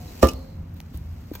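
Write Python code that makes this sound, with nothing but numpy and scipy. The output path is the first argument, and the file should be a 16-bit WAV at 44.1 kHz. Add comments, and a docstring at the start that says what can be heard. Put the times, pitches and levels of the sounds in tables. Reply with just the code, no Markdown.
"""Metal lid dropped into its frame

A heavy lid, held by a lifting key, slides over concrete and lands with one clank: lid, key and slab
ring together. The pit below booms, grit crunches in the seat and the yard answers faintly. Then the
key ticks, knocks and scuffs as it is worked loose, over a low outdoor rumble."""
import sys
import numpy as np
from scipy import signal
from scipy.fft import rfft, irfft
from scipy.io import wavfile

SR = 44100
rng = np.random.default_rng(int(sys.argv[2]) if len(sys.argv) > 2 else 0)


def log_audio(samples):
    """Write samples as a 16-bit WAV file to the path given in sys.argv[1]."""
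    # one column per channel
    frames = np.atleast_2d(samples).T
    # limit to full scale, then quantise
    limited = np.clip(frames, -1, 1)
    pcm = np.round(limited * 32767).astype(np.int16)
    wavfile.write(sys.argv[1], SR, pcm)


N = 61739
T = np.arange(N) / SR
DROP_S = .2285


# body of the clank, and the faint long ring of the seated lid: f/Hz, level/dB, t60/s
LID_MODES = [(187, -22.5, 0.23), (222.7, -9.5, 0.085), (260.8, -14.5, 0.173), (305, -20.5, 0.084),
             (340, -18, .2), (364, -17, 0.12), (402, -15, 0.11), (439, -15.5, 0.16), (528.7, -8.5, .14),
             (600.2, -13, 0.1), (649, -25.5, 0.058), (684.5, -14.5, 0.103), (827, -33, 0.087),
             (1030, -23.5, 0.14), (1190, -13, 0.17), (1255, -26.5, 0.15), (1310, -27, 0.19),
             (1408, -27, 0.13), (1705, -29, 0.14), (1815, -26, 0.11)]
AFTERRING_MODES = [(257, -37, 1.14), (535, -39, 1.13), (602, -38, 0.45), (1110, -48, 0.64)]
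def lid_clank():
    """The lid hits its frame and rings; a few quiet modes hang on."""
    return ring(LID_MODES, DROP_S) + ring(AFTERRING_MODES, DROP_S)


# bright ring of the lifting key: f/Hz, level/dB, t60/s
KEY_MODES = [(2582, -32.5, 0.076), (2911, -30.5, 0.055), (3035, -42, 0.049), (4190, -49, 0.059),
             (4840, -41, 0.088), (5240, -30, .03), (5610, -29, 0.02), (6300, -32.5, 0.035),
             (6740, -36.5, 0.038), (7200, -34.5, 0.032), (8140, -52, 0.046)]
# jolts to the key: t/s, level/dB
KEY_JOLTS = [(.2285, -3), (.2862, 2.5)]
def key_clinks():
    """The landing jolts the key, which clinks again as the lid seats."""
    return blows(KEY_JOLTS, KEY_MODES)


# dense, short modes of frame and slab: f/Hz, relative level/dB, t60/s
SLAB_SPECTRUM = [(95, -32, 0.33), (220, -3, 0.16), (613, -3, 0.14), (900, -12.5, 0.15), (1290, -31, 0.14),
                 (1810, -26, 0.18), (3840, -34, 0.29), (8050, -60, 0.16)]
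def slab_thud():
    """Frame and slab take the blow, narrower in stereo than the yard."""
    return from_db(-14) * dense_ring(SLAB_SPECTRUM, DROP_S, width_db=-5)


# low end, the air in the pit: f/Hz, level/dB, t60/s
PIT_MODES = [(48, -20, 0.037), (68.7, 2.5, 0.11), (113, -21, 0.24)]
def pit_boom(start, swell_s=.008):
    """The air under the lid swells into a short boom."""
    return ring(PIT_MODES, start) * attack(start, swell_s) ** 2


# crunches in the seat: t/s, level/dB, rise/s, fall/s
GRIT_BURSTS = [(.23, -23.5, 0.0053, 0.0076), (.243, -31.5, 0.0029, .028), (.2875, -26.5, 0.0046, 0.005),
               (.315, -42, 0.011, 0.005)]
# their colour: f/Hz, relative level/dB
GRIT_SPECTRUM = [(900, 6), (1900, -10), (2350, -2.5), (2600, 3.5), (2950, 2), (3400, -4), (4200, 6),
                 (4700, -4), (5400, 6.5), (6400, -2.5), (7300, -0.5), (9000, 3), (12000, -10),
                 (14200, -0.5), (15700, -11)]
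def grit_crunch():
    """Grit is crushed under the rim."""
    return rubs(GRIT_BURSTS, GRIT_SPECTRUM)


# fader ride of the hiss: t/s, level/dB
HISS_FADER = [(0, -48.5), (.11, -47), (.16, -46.5), (.22, -44.5), (.35, -53), (.62, -64), (.85, -59.5),
              (1.0, -58.5), (1.27, -56.5), (1.4, -49.5)]
# its colour: f/Hz, relative level/dB
HISS_SPECTRUM = [(300, 13), (750, 7.5), (1400, -0.5), (2700, -0.5), (3400, -3.5), (4200, 1.5), (7000, -3),
                 (8600, -2.5), (11500, -5), (14000, -0.5), (15600, -9)]
def sliding_hiss():
    """Sliding and rustling make a grainy hiss, strongest just before the drop."""
    return fader(HISS_FADER) * grains() * noise(HISS_SPECTRUM)


# tones of the sliding lid: f/Hz, level/dB, t60/s
SLIDE_MODES = [(501, -50.5, 0.62), (723, -48.5, 0.71)]
def sliding_tones():
    """The sliding lid rings softly, fading toward the drop."""
    return ring(SLIDE_MODES, 0)


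# thin squeals: t/s, level/dB, rise/s, fall/s, f/Hz
RIM_SQUEALS = [(.082, -54.5, 0.0039, 0.019, 4020), (.37, -58.5, 0.028, 0.059, 4306),
               (.495, -63.5, 0.018, 0.038, 4210)]
def rim_squeals(sag_hz_per_s=1300, width_hz=260):
    """The rim rubs on the frame: narrow, unsteady tones that sink in pitch as the lid slows."""
    smooth = signal.butter(2, width_hz / 2, fs=SR, output="sos")
    out = 0
    for peak, db, rise, fall, hz in RIM_SQUEALS:
        flutter = rms_one(signal.sosfilt(smooth, rng.standard_normal((2, N))))
        phase = 2 * np.pi * np.cumsum(hz - sag_hz_per_s * (T - peak)) / SR
        tone = flutter[0] * np.cos(phase) + flutter[1] * np.sin(phase)
        out = out + swell(peak, db, rise, fall) * pan(hz) * tone
    return out


# sharp ticks: t/s, level/dB, low f/Hz, high f/Hz
TICK_HITS = [(.251, -10, 12300, 15200), (0.2715, -9, 2500, 15500), (0.3351, -21, 1930, 14300),
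             (.742, -30, 12000, 15200), (0.8031, -18, 1770, 5600), (0.8031, -12.5, 565, 890),
             (0.803, -22, 9300, 15100), (.814, -31, 5000, 15000), (0.9743, -22, 7600, 16000)]
def ticks(tail_db=-11, fall_s=.001, left_lag_s=.00005):
    """Grit and metal give tiny cracks, each in its own band, with a short crumbling tail."""
    out, white = 0, noise([(1, 0)])
    for start, db, low, high in TICK_HITS:
        crack = from_db(tail_db) * white * (T >= start) * np.exp(-since(start) / fall_s)
        onset = int(start * SR)
        crack[0, onset + round(left_lag_s * SR)] = crack[1, onset] = 1
        out = out + from_db(db) * band(crack, low, high)
    return out


# dull body of a knock: f/Hz, level/dB, t60/s
KNOCK_MODES = [(296, -20, 0.035), (360, -41, 0.016), (533, -21.5, 0.011)]
# knock cues: t/s, level/dB
KNOCK_HITS = [(.943, -13), (1.3145, 1.5)]
def key_knocks():
    """The key knocks as it is worked loose."""
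    return blows(KNOCK_HITS, KNOCK_MODES)


# short, hard ring of the hook: f/Hz, level/dB, t60/s
HOOK_MODES = [(975, -39, 0.035), (1570, -38, 0.023), (2364, -47, 0.089), (3430, -47, 0.043),
              (6540, -52.5, 0.088), (14200, -29, 0.019)]
# clack cues: t/s, level/dB
HOOK_HITS = [(1.336, -6), (1.352, 1.5)]
def hook_clacks():
    """The hook of the key strikes its slot twice in quick succession."""
    return blows(HOOK_HITS, HOOK_MODES)


# scuff cues: t/s, level/dB, rise/s, fall/s
SCUFF_BURSTS = [(.767, -55, 0.0083, 0.027), (.947, -47, 0.011, 0.028), (1.337, -45, .004, 0.01),
                (1.3525, -36, 0.0014, 0.0067)]
# their colour: f/Hz, relative level/dB
SCUFF_SPECTRUM = [(500, 11.5), (1500, 1.5), (2400, 0.5), (4000, 7), (5500, -1.5), (7500, -2), (9500, 3),
                  (11500, -8), (13400, 5.5), (14200, 4.5), (15000, 2.5)]
def key_scuffs():
    """The key rubs in its slot."""
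    return rubs(SCUFF_BURSTS, SCUFF_SPECTRUM)


# reverb tail of the yard: f/Hz, relative level/dB, t60/s
YARD_SPECTRUM = [(103, -19, 1), (257, 3.5, 0.62), (600, -2.5, 0.85), (1260, -10, 0.5), (2800, -50, 0.51),
                 (4200, -16, 0.88), (7800, -44, 0.31), (15000, -41, .5)]
def yard(clank, swell_s=.06):
    """The yard answers the clank with scattered echoes and a diffuse tail."""
    scatter = rng.standard_normal((2, N)) * decay(0, t60=1) * attack(0, swell_s)
    response = rms_one(scatter) / np.sqrt(N)
    echoes = signal.fftconvolve(band(clank, 300, 5000), response, axes=1)[:, :N]
    tail = dense_ring(YARD_SPECTRUM, DROP_S) * attack(DROP_S, swell_s)
    return from_db(-42) * echoes + from_db(-33.5) * tail


# thump cues: t/s, level/dB
LOW_THUMPS = [(0.332, -17), (0.944, -16), (1.005, -20.5)]
def low_thumps():
    """A few soft, low thumps rise out of the rumble."""
    return sum(from_db(db) * pit_boom(start) for start, db in LOW_THUMPS)


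# bands of the drone: f/Hz, width/Hz, level/dB
DRONE_BANDS = [(80, 15, -38.5), (162.25, 10, -48)]
# its fader ride: t/s, level/dB
DRONE_FADER = [(.06, 1.5), (.16, -9.5), (.55, 1), (.88, -3), (1.14, 1), (1.34, -6.5)]
def distant_drone():
    """Two narrow bands of noise waver as a low, far-off hum."""
    out = 0
    for hz, width, db in DRONE_BANDS:
        hum = band(rng.standard_normal(N + SR), hz - width / 2, hz + width / 2)[SR:]
        out = out + from_db(db) * rms_one(hum)
    return fader(DRONE_FADER) * out


# colour of the outdoor bed: f/Hz, relative level/dB
AIR_SPECTRUM = [(25, -14), (50, 0), (80, -1), (125, -6.5), (200, -9.5), (270, -11), (380, -24.5),
                (700, -26.5), (1500, -33.5), (3000, -41), (8000, -60)]
def outdoor_air():
    """A steady low rumble lies under everything."""
    return from_db(-41.5) * noise(AIR_SPECTRUM)


# stereo width of diffuse sound: f/Hz, side minus mid/dB
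STEREO_WIDTH = [(60, -37), (125, -13), (250, -14), (600, 0.5), (1200, -3), (2200, -5), (4500, 5.5),
                (6500, -4.5), (8500, 7), (10000, 30.5), (11500, 5), (13000, -2.5), (15000, -8)]
def noise(spectrum, width_db=0):
    """Steady stereo noise of a given colour, rms 1."""
    hz = np.maximum(np.fft.rfftfreq(2 * N, 1 / SR), 1)
    mid, side = rfft(rng.standard_normal((2, 2 * N)))
    width = from_db(at_hz(STEREO_WIDTH, hz) + width_db)
    gain = from_db(at_hz(spectrum, hz)) * (hz > 20) / np.sqrt(1 + width ** 2)
    stereo = mid + width * side * [[1], [-1]]
    return rms_one(irfft(gain * stereo)[:, :N])


# stereo position of the lid: f/Hz, left minus right/dB, left lead/rad
LID_POSITION = [(60.6, -.5, 0.012), (346, 3, -0.46), (535, -5, -0.85), (750, -3, -0.46), (1250, -6, -0.41),
                (2580, -2, 1.74), (5970, -3.5, -0.41)]
def pan(hz):
    """Left and right gain of the lid at one frequency."""
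    return from_db(at_hz(LID_POSITION, hz) * np.array([[.5], [-.5]]))


def ring(modes, start, contact_s=.0015):
    """One blow starts decaying sines, pairwise of opposite sign; they reach the ears out of step."""
    out = 0
    for k, (hz, db, t60) in enumerate(modes):
        lead = np.array([[1], [0]]) * at_hz(LID_POSITION, hz, column=2)
        tone = (-1) ** (k // 2) * np.sin(2 * np.pi * hz * since(start) + lead)
        out = out + from_db(db) * pan(hz) * tone * decay(start, t60)
    return out * attack(start, contact_s)


def blows(hits, modes):
    """Several blows on one body."""
    return sum(from_db(db) * ring(modes, start) for start, db in hits)


def dense_ring(spectrum, start, width_db=0):
    """Dense modes struck at one moment: each half octave of noise dies by its own t60."""
    edges = 40 * 2 ** (np.arange(19) / 2)
    bins, hz = rfft(noise(spectrum, width_db)), np.fft.rfftfreq(N, 1 / SR)
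    out = 0
    for low, high in zip(edges, edges[1:]):
        centre = np.sqrt(low * high)
        part = irfft(bins * ((hz >= low) & (hz < high)), N)
        out = out + pan(centre) * part * decay(start, at_hz(spectrum, centre, column=2))
    return out * (T > start)


def grains(per_s=8300, spread_db=3.5, fall_s=.0011):
    """Uneven gain of many tiny fractures, rms 1."""
    fractures = rng.random(N) < per_s / SR
    sizes = from_db(spread_db * np.minimum(rng.exponential(1, N), 5))
    energy = signal.lfilter([1], [1, -np.exp(-1 / (fall_s * SR))], (fractures * sizes) ** 2)
    return rms_one(np.sqrt(np.abs(energy)))


def rubs(bursts, spectrum):
    """Bursts of grainy friction that swell and die."""
    return sum(swell(*burst) for burst in bursts) * grains() * noise(spectrum)


def through_key(friction):
    """Friction is heard directly and through the resonances of the key."""
    return friction + from_db(-11) * signal.fftconvolve(friction, ring(KEY_MODES, 0), axes=1)[:, :N]


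def swell(peak, db, rise, fall):
    """Gain that grows up to a moment and dies after it."""
    return from_db(db) * np.exp(-np.maximum(peak - T, 0) / rise - since(peak) / fall)


def attack(start, rise):
    """Gain that eases from 0 to 1."""
    return 1 - np.exp(-since(start) / rise)


def decay(start, t60):
    """Gain that falls 60 dB in t60 seconds."""
    return np.exp(-np.log(1000) * since(start) / t60)


def fader(points):
    """Gain that follows a level curve."""
    return from_db(np.interp(T, *np.transpose(points)))


def since(start):
    """Seconds since a moment, zero before it."""
    return np.maximum(T - start, 0)


def band(x, low_hz, high_hz):
    """Causal band-pass."""
    sos = signal.butter(2, [low_hz, high_hz], "band", fs=SR, output="sos")
    return signal.sosfilt(sos, x + 1e-18)


def at_hz(table, hz, column=1):
    """Read one column of a table on a log-frequency axis."""
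    table = np.array(table)
    return np.interp(np.log(hz), np.log(table[:, 0]), table[:, column])


def from_db(db):
    """Decibels to gain."""
    return 10 ** (np.asarray(db) / 20)


def rms_one(x):
    """Scale to rms 1."""
    return x / np.sqrt(np.mean(x ** 2) + 1e-20)


def scene():
    """The clank up front, friction and handling around it, the outdoor bed behind."""
    clank = lid_clank() + key_clinks() + slab_thud() + pit_boom(DROP_S)
    scrape = through_key(sliding_hiss() + grit_crunch())
    friction = scrape + sliding_tones() + rim_squeals() + key_scuffs()
    handling = ticks() + key_knocks() + hook_clacks()
    return clank + yard(clank) + friction + handling + low_thumps() + distant_drone() + outdoor_air()


def record(dry, cutoff_hz=15800):
    """Peaks clip at full scale, then a steep low-pass cuts the top."""
    lowpass = signal.ellip(10, .1, 80, cutoff_hz, fs=SR, output="sos")
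    return signal.sosfilt(lowpass, np.clip(dry, -1, 1))


dry = scene()
out = record(dry)
log_audio(out)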